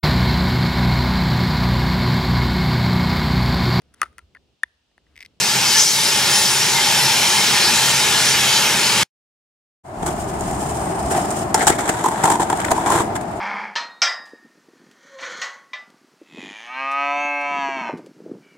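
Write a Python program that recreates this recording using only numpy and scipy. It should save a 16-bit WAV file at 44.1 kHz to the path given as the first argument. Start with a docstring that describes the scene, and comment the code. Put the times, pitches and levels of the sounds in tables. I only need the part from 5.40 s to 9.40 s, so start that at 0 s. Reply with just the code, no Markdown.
"""A wide turbulent hiss with a hollow rumble: steam rushing from a fumarole in open ground.
The vent's throat rings under the jet, with brief sharper spurts and faint wavering whistles.
A hard surface close by returns one short echo that combs the hiss.
Recorder gain control briefly ducks the midrange after an early loud spurt.
The sound cuts off abruptly near the end."""
import sys
import numpy as np
from scipy import signal
from scipy.fft import rfft, irfft
from scipy.io import wavfile

SR = 44100
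rng = np.random.default_rng(int(sys.argv[2]) if len(sys.argv) > 2 else 0)


def pcm_store(signal):
    """Save signal as 16-bit PCM."""
    levels = np.round(np.clip(np.atleast_2d(signal), -1, 1) * 32767)
    wavfile.write(sys.argv[1], SR, levels.astype(np.int16).T)


N = 176400

# Broad colour of the jet. Each row: frequency in Hz, relative level in dB.
JET_SPECTRUM = [(15, -59), (32, -29.5), (53, -19), (100, -10.5), (168, -7.5), (195, -3.5), (290, -12),
                (385, -10), (440, -7), (495, -14), (560, -7.5), (620, -11), (730, -10.5), (1000, -4.5),
                (1100, -9.5), (1190, -7), (1300, -8), (1390, -4.5), (1580, -7), (1950, -7), (2250, -3),
                (2700, -4), (2780, -5), (3080, -2), (3550, -4), (4700, -4.5), (5150, -2.7), (6200, -6),
                (7400, -7.5), (8200, -11), (8800, -13), (9400, -11), (10800, -13.5), (12000, -17.5),
                (13300, -21), (14400, -23), (15800, -25)]
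# Throat resonances. Each row: centre in Hz, width in Hz, lift in dB.
THROAT_MODES = [(133.4, 26, 10.5), (360, 79, 4.5), (814.4, 66, 8.5), (878, 63, 9), (928.6, 27, 7),
                (1684, 65, 7), (1830, 61, 5.5), (2127, 27, 5)]
# Swells of rumble, hiss and hollow ring. Each row: time in seconds, relative level in dB.
RUMBLE_SWELL = [(0.0, -35.5), (0.05, -33.5), (0.12, -38), (0.17, -32.5), (0.26, -35), (0.32, -34.5),
                (0.47, -37), (0.64, -34), (2.34, -31.5), (2.47, -33), (3.57, -30.5), (3.6, -29.5)]
HISS_SWELL = [(0, -1.5), (.2, -0.7), (.33, 2.6), (.55, 1), (.8, -0.5), (1.05, 1.5), (1.25, -0.5),
              (1.55, 0.8), (1.8, 0.8), (2.0, 0.5), (2.25, 0.3), (2.45, 1.2), (2.72, 0), (3.0, 0),
              (3.17, 0.5), (3.35, -1), (3.6, -0.2)]
RING_SWELL = [(0, 0), (.3, 0.7), (.5, 1.5), (.95, -0.3), (1.4, 3.5), (2.2, 1.5), (2.78, 2), (2.95, -2),
              (3.15, 2.5), (3.6, -0.8)]
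# Midrange level over time, with a brief recorder gain duck drawn in after the loud spurt at 0.41 s.
# Each row: time in seconds, relative level in dB.
MID_LEVEL_DB = [(0, -24.5), (.16, -22.5), (.27, -22), (.38, -20.5), (.46, -26.5), (.56, -25.5), (.66, -23),
                (.94, -20.3), (1.06, -23.5), (1.26, -22), (1.39, -21.5), (1.68, -20.5), (1.95, -21),
                (2.25, -19.5), (2.6, -21.5), (3.0, -19.5), (3.26, -20), (3.33, -21.5), (3.6, -19.5)]
# Each row: peak time in seconds, half length in seconds, centre in Hz, half width in Hz, lift in dB.
HISS_SPURTS = [(0.307, .06, 5680, 598, 3.5), (0.41, 0.027, 6200, 1520, 9.5), (.47, 0.027, 5700, 450, 7.5),
               (.445, .03, 8400, 500, 3.5), (0.963, 0.032, 6440, 1600, 3.5), (0.98, .05, 10100, 900, 7),
               (1.01, .06, 13500, 2500, 3), (1.05, 0.038, 6500, 1800, 2), (1.13, .03, 9500, 500, 8.5),
               (1.6, .05, 12000, 2000, 1.5), (2.247, 0.04, 4500, 450, 7.5), (2.36, 0.017, 7500, 3000, 2.5),
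               (2.498, 0.023, 7000, 1440, 3), (2.882, .04, 5950, 300, 10.5), (2.897, 0.039, 9400, 700, 6.5),
               (3.155, 0.04, 5000, 1500, 3.5), (3.46, .03, 5200, 303, 3.5)]
# Depth of turbulent patches and streaks. Each row: frequency in Hz, share from 0 to 1.
CHURN_DEPTH = [(300, 0.23), (900, 0.31), (2000, 0.57), (12000, 1)]
# Each row: peak time in seconds, half length in seconds, pitch in Hz, level in dB.
WHISTLE_TONES = [(0.363, 0.02, 1694, -21), (.725, .012, 6470, -22), (0.936, 0.021, 2410, -31),
                 (1.39, .03, 2110, -21), (1.987, 0.03, 2112, -22), (2.285, .025, 1710, -25.5),
                 (2.448, 0.03, 3130, -25), (2.97, 0.033, 2920, -25), (3.23, .025, 2820, -25),
                 (3.26, .025, 2546, -23.5)]
# Near reflection. Each row: frequency in Hz, gain relative to the direct sound.
ECHO_GAIN = [(1000, .02), (2500, .05), (3000, 0.22), (4500, 0.1), (5800, .17), (7500, .08), (12000, .03)]
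# Its delay. Each row: frequency in Hz, lag in ms.
ECHO_LAG_MS = [(4650, 4.888), (5050, 4.945)]
# Likeness of the two microphones. Each row: frequency in Hz, coherence from 0 to 1.
MIC_COHERENCE = [(35, 0.8), (90, 1), (600, 0.97), (1200, 0.95), (1750, 1), (2100, 0.77), (2900, .7),
                 (5000, 0.94), (7500, 0.75), (8300, .7), (9600, .84), (12000, .72), (13200, .48),
                 (15000, 0.4)]
# Each row: frequency in Hz, phase lead of the left microphone in radians.
MIC_LEAD_RAD = [(300, 0), (1100, 0.3), (1600, 0.0095), (2300, .3), (3000, 1.1), (4000, .85), (5200, 0.56),
                (6700, .72), (9000, 0.49), (12200, .5), (13100, 1.3), (15000, .15)]
# Each row: frequency in Hz, left minus right level in dB.
MIC_BALANCE_DB = [(400, 0.6), (1600, 0.1), (2500, -2.2), (3100, -1.5), (3900, 4), (4800, 3), (5800, .2),
                  (7000, 3.5), (8300, 2.5), (9600, -0.5), (12500, 0.5), (14000, 1)]
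# Narrows those three differences in the bass. Each row: frequency in Hz, width from 0 to 1.
STEREO_WIDTH = [(45, 1), (85, .45), (130, .15), (220, .18), (400, 1)]

JET_RMS_DB = -15
RUMBLE_TOP_HZ, MID_LOW_HZ, MID_TOP_HZ, HISS_LOW_HZ = 450, 850, 2790, 4800
RING_HZ, RING_HALF_HZ = 870, 130
PATCH_DB, PATCH_S, PATCH_HZ = 0.77, 0.022, 260
STREAK_DB, STREAK_S, STREAK_HZ = 3, 0.041, 35
FLUTTER_DB, FLUTTER_S = 0.23, 0.0053
WAVER_HZ, WAVER_S = 29.3, 0.0048
STOP_S, STOP_TAIL_DB, STOP_DB_PER_S = 3.633, -25, 898
CEILING, LOWPASS_HZ = 0.88, 15750
FRAME, HOP = 1024, 256


def amp(db):
    """Decibels to gain."""
    return 10 ** (np.asarray(db) / 20)


def unit_rms(x):
    """Scales to unit power."""
    return x / np.sqrt(np.mean(x ** 2) + 1e-20)


def at_hz(points, hz):
    """Reads a table on a log-frequency axis."""
    table_hz, value = np.transpose(points)
    return np.interp(np.log(hz + 1), np.log(table_hz + 1), value)


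def curve_db(points, t):
    """Reads a level curve about its mean."""
    db = np.interp(t, *np.transpose(points))
    return db - db.mean()


def bell(x, centre, half_width):
    """Gaussian bump of height 1."""
    return np.exp(-((x - centre) / half_width) ** 2)


def eddies(shape, length_s, width_hz):
    """Smooth random field over frames and bins, with patches of the given size."""
    over_time = bell(np.fft.fftfreq(shape[0], HOP / SR) * np.pi * length_s, 0, 1)
    over_pitch = bell(np.fft.fftfreq(shape[1], SR / FRAME) * np.pi * width_hz, 0, 0.93)
    noise = np.fft.fft2(rng.standard_normal(shape))
    return unit_rms(np.fft.ifft2(noise * np.outer(over_time, over_pitch)).real)


def microphones(common, apart, hz):
    """Stereo spectra: nearly alike in the bass, differing in phase and level in the treble."""
    width = at_hz(STEREO_WIDTH, hz)
    coherence = 1 - width ** 2 * (1 - at_hz(MIC_COHERENCE, hz))
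    lean = (amp(at_hz(MIC_BALANCE_DB, hz) / 2) * np.exp(0.5j * at_hz(MIC_LEAD_RAD, hz))) ** width
    right = coherence * common + np.sqrt(1 - coherence ** 2) * apart
    return np.array([common * lean, right / lean])


def near_echo(hz):
    """Comb response: direct sound plus one reflection about 5 ms later."""
    lag_s = at_hz(ECHO_LAG_MS, hz) / 1000
    return 1 + at_hz(ECHO_GAIN, hz) * np.exp(-2j * np.pi * hz * lag_s)


def whistles():
    """The flow briefly locks into a single wavering tone."""
    t, tones = np.arange(N) / SR, np.zeros(N)
    smoothing = bell(np.fft.rfftfreq(N, 1 / SR) * np.pi * WAVER_S, 0, 0.93)
    waver = unit_rms(irfft(rfft(rng.standard_normal(N)) * smoothing, N))
    drift_cycles = np.cumsum(WAVER_HZ * waver) / SR
    for peak_s, half_s, hz, level_db in WHISTLE_TONES:
        tones += amp(level_db) * bell(t, peak_s, half_s) * np.sin(2 * np.pi * (hz * t + drift_cycles))
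    return tones


def vent(hz):
    """Gain of the throat's resonances on top of the jet's colour."""
    modes_db = sum(db * bell(hz, centre_hz, width_hz / 2) for centre_hz, width_hz, db in THROAT_MODES)
    return amp(at_hz(JET_SPECTRUM, hz) + modes_db)


def jet():
    """Two independent turbulent noises sharing level curves (gain duck included), eddies and spurts."""
    hz, t, noise = signal.stft(rng.standard_normal((2, N)), SR, nperseg=FRAME, noverlap=FRAME - HOP)
    t, shape = t[:, None], (len(t), len(hz))
    low = at_hz([(RUMBLE_TOP_HZ, 1), (MID_LOW_HZ, 0)], hz)
    high = at_hz([(MID_TOP_HZ, 0), (HISS_LOW_HZ, 1)], hz)
    db = low * curve_db(RUMBLE_SWELL, t)
    db += (1 - low - high) * curve_db(MID_LEVEL_DB, t)
    db += high * curve_db(HISS_SWELL, t)
    db += bell(hz, RING_HZ, RING_HALF_HZ) * curve_db(RING_SWELL, t)
    patches = PATCH_DB * eddies(shape, PATCH_S, PATCH_HZ)
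    streaks = STREAK_DB * eddies(shape, STREAK_S, STREAK_HZ)
    db += at_hz(CHURN_DEPTH, hz) * (patches + streaks)
    db += FLUTTER_DB * eddies((len(t), 1), FLUTTER_S, width_hz=0)  # all bands together
    for peak_s, half_s, centre_hz, half_hz, lift_db in HISS_SPURTS:
        db += lift_db * bell(t, peak_s, half_s) * bell(hz, centre_hz, half_hz)
    return signal.istft(noise * amp(db.T), SR, nperseg=FRAME, noverlap=FRAME - HOP)[1][:, :N]


def scene():
    """The jet through vent, echo and microphones, plus centred whistles."""
    hz = np.fft.rfftfreq(N, 1 / SR)
    steam = microphones(*rfft(jet()), hz) * vent(hz) * near_echo(hz)
    return amp(JET_RMS_DB) * unit_rms(irfft(steam, N)) + whistles()


def record(dry):
    """Abrupt stop, soft peak ceiling, low-pass."""
    after_s = np.arange(N) / SR - STOP_S
    tail = amp(STOP_TAIL_DB - STOP_DB_PER_S * np.maximum(after_s, 0))
    cut = dry * np.where(after_s < 0, 1, tail)
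    limited = cut / (1 + (cut / CEILING) ** 10) ** (1 / 10)
    lowpass = signal.firwin(1023, LOWPASS_HZ, window=("kaiser", 9), fs=SR)
    return signal.oaconvolve(limited, lowpass[None], "same")


dry = scene()
out = record(dry)
pcm_store(out)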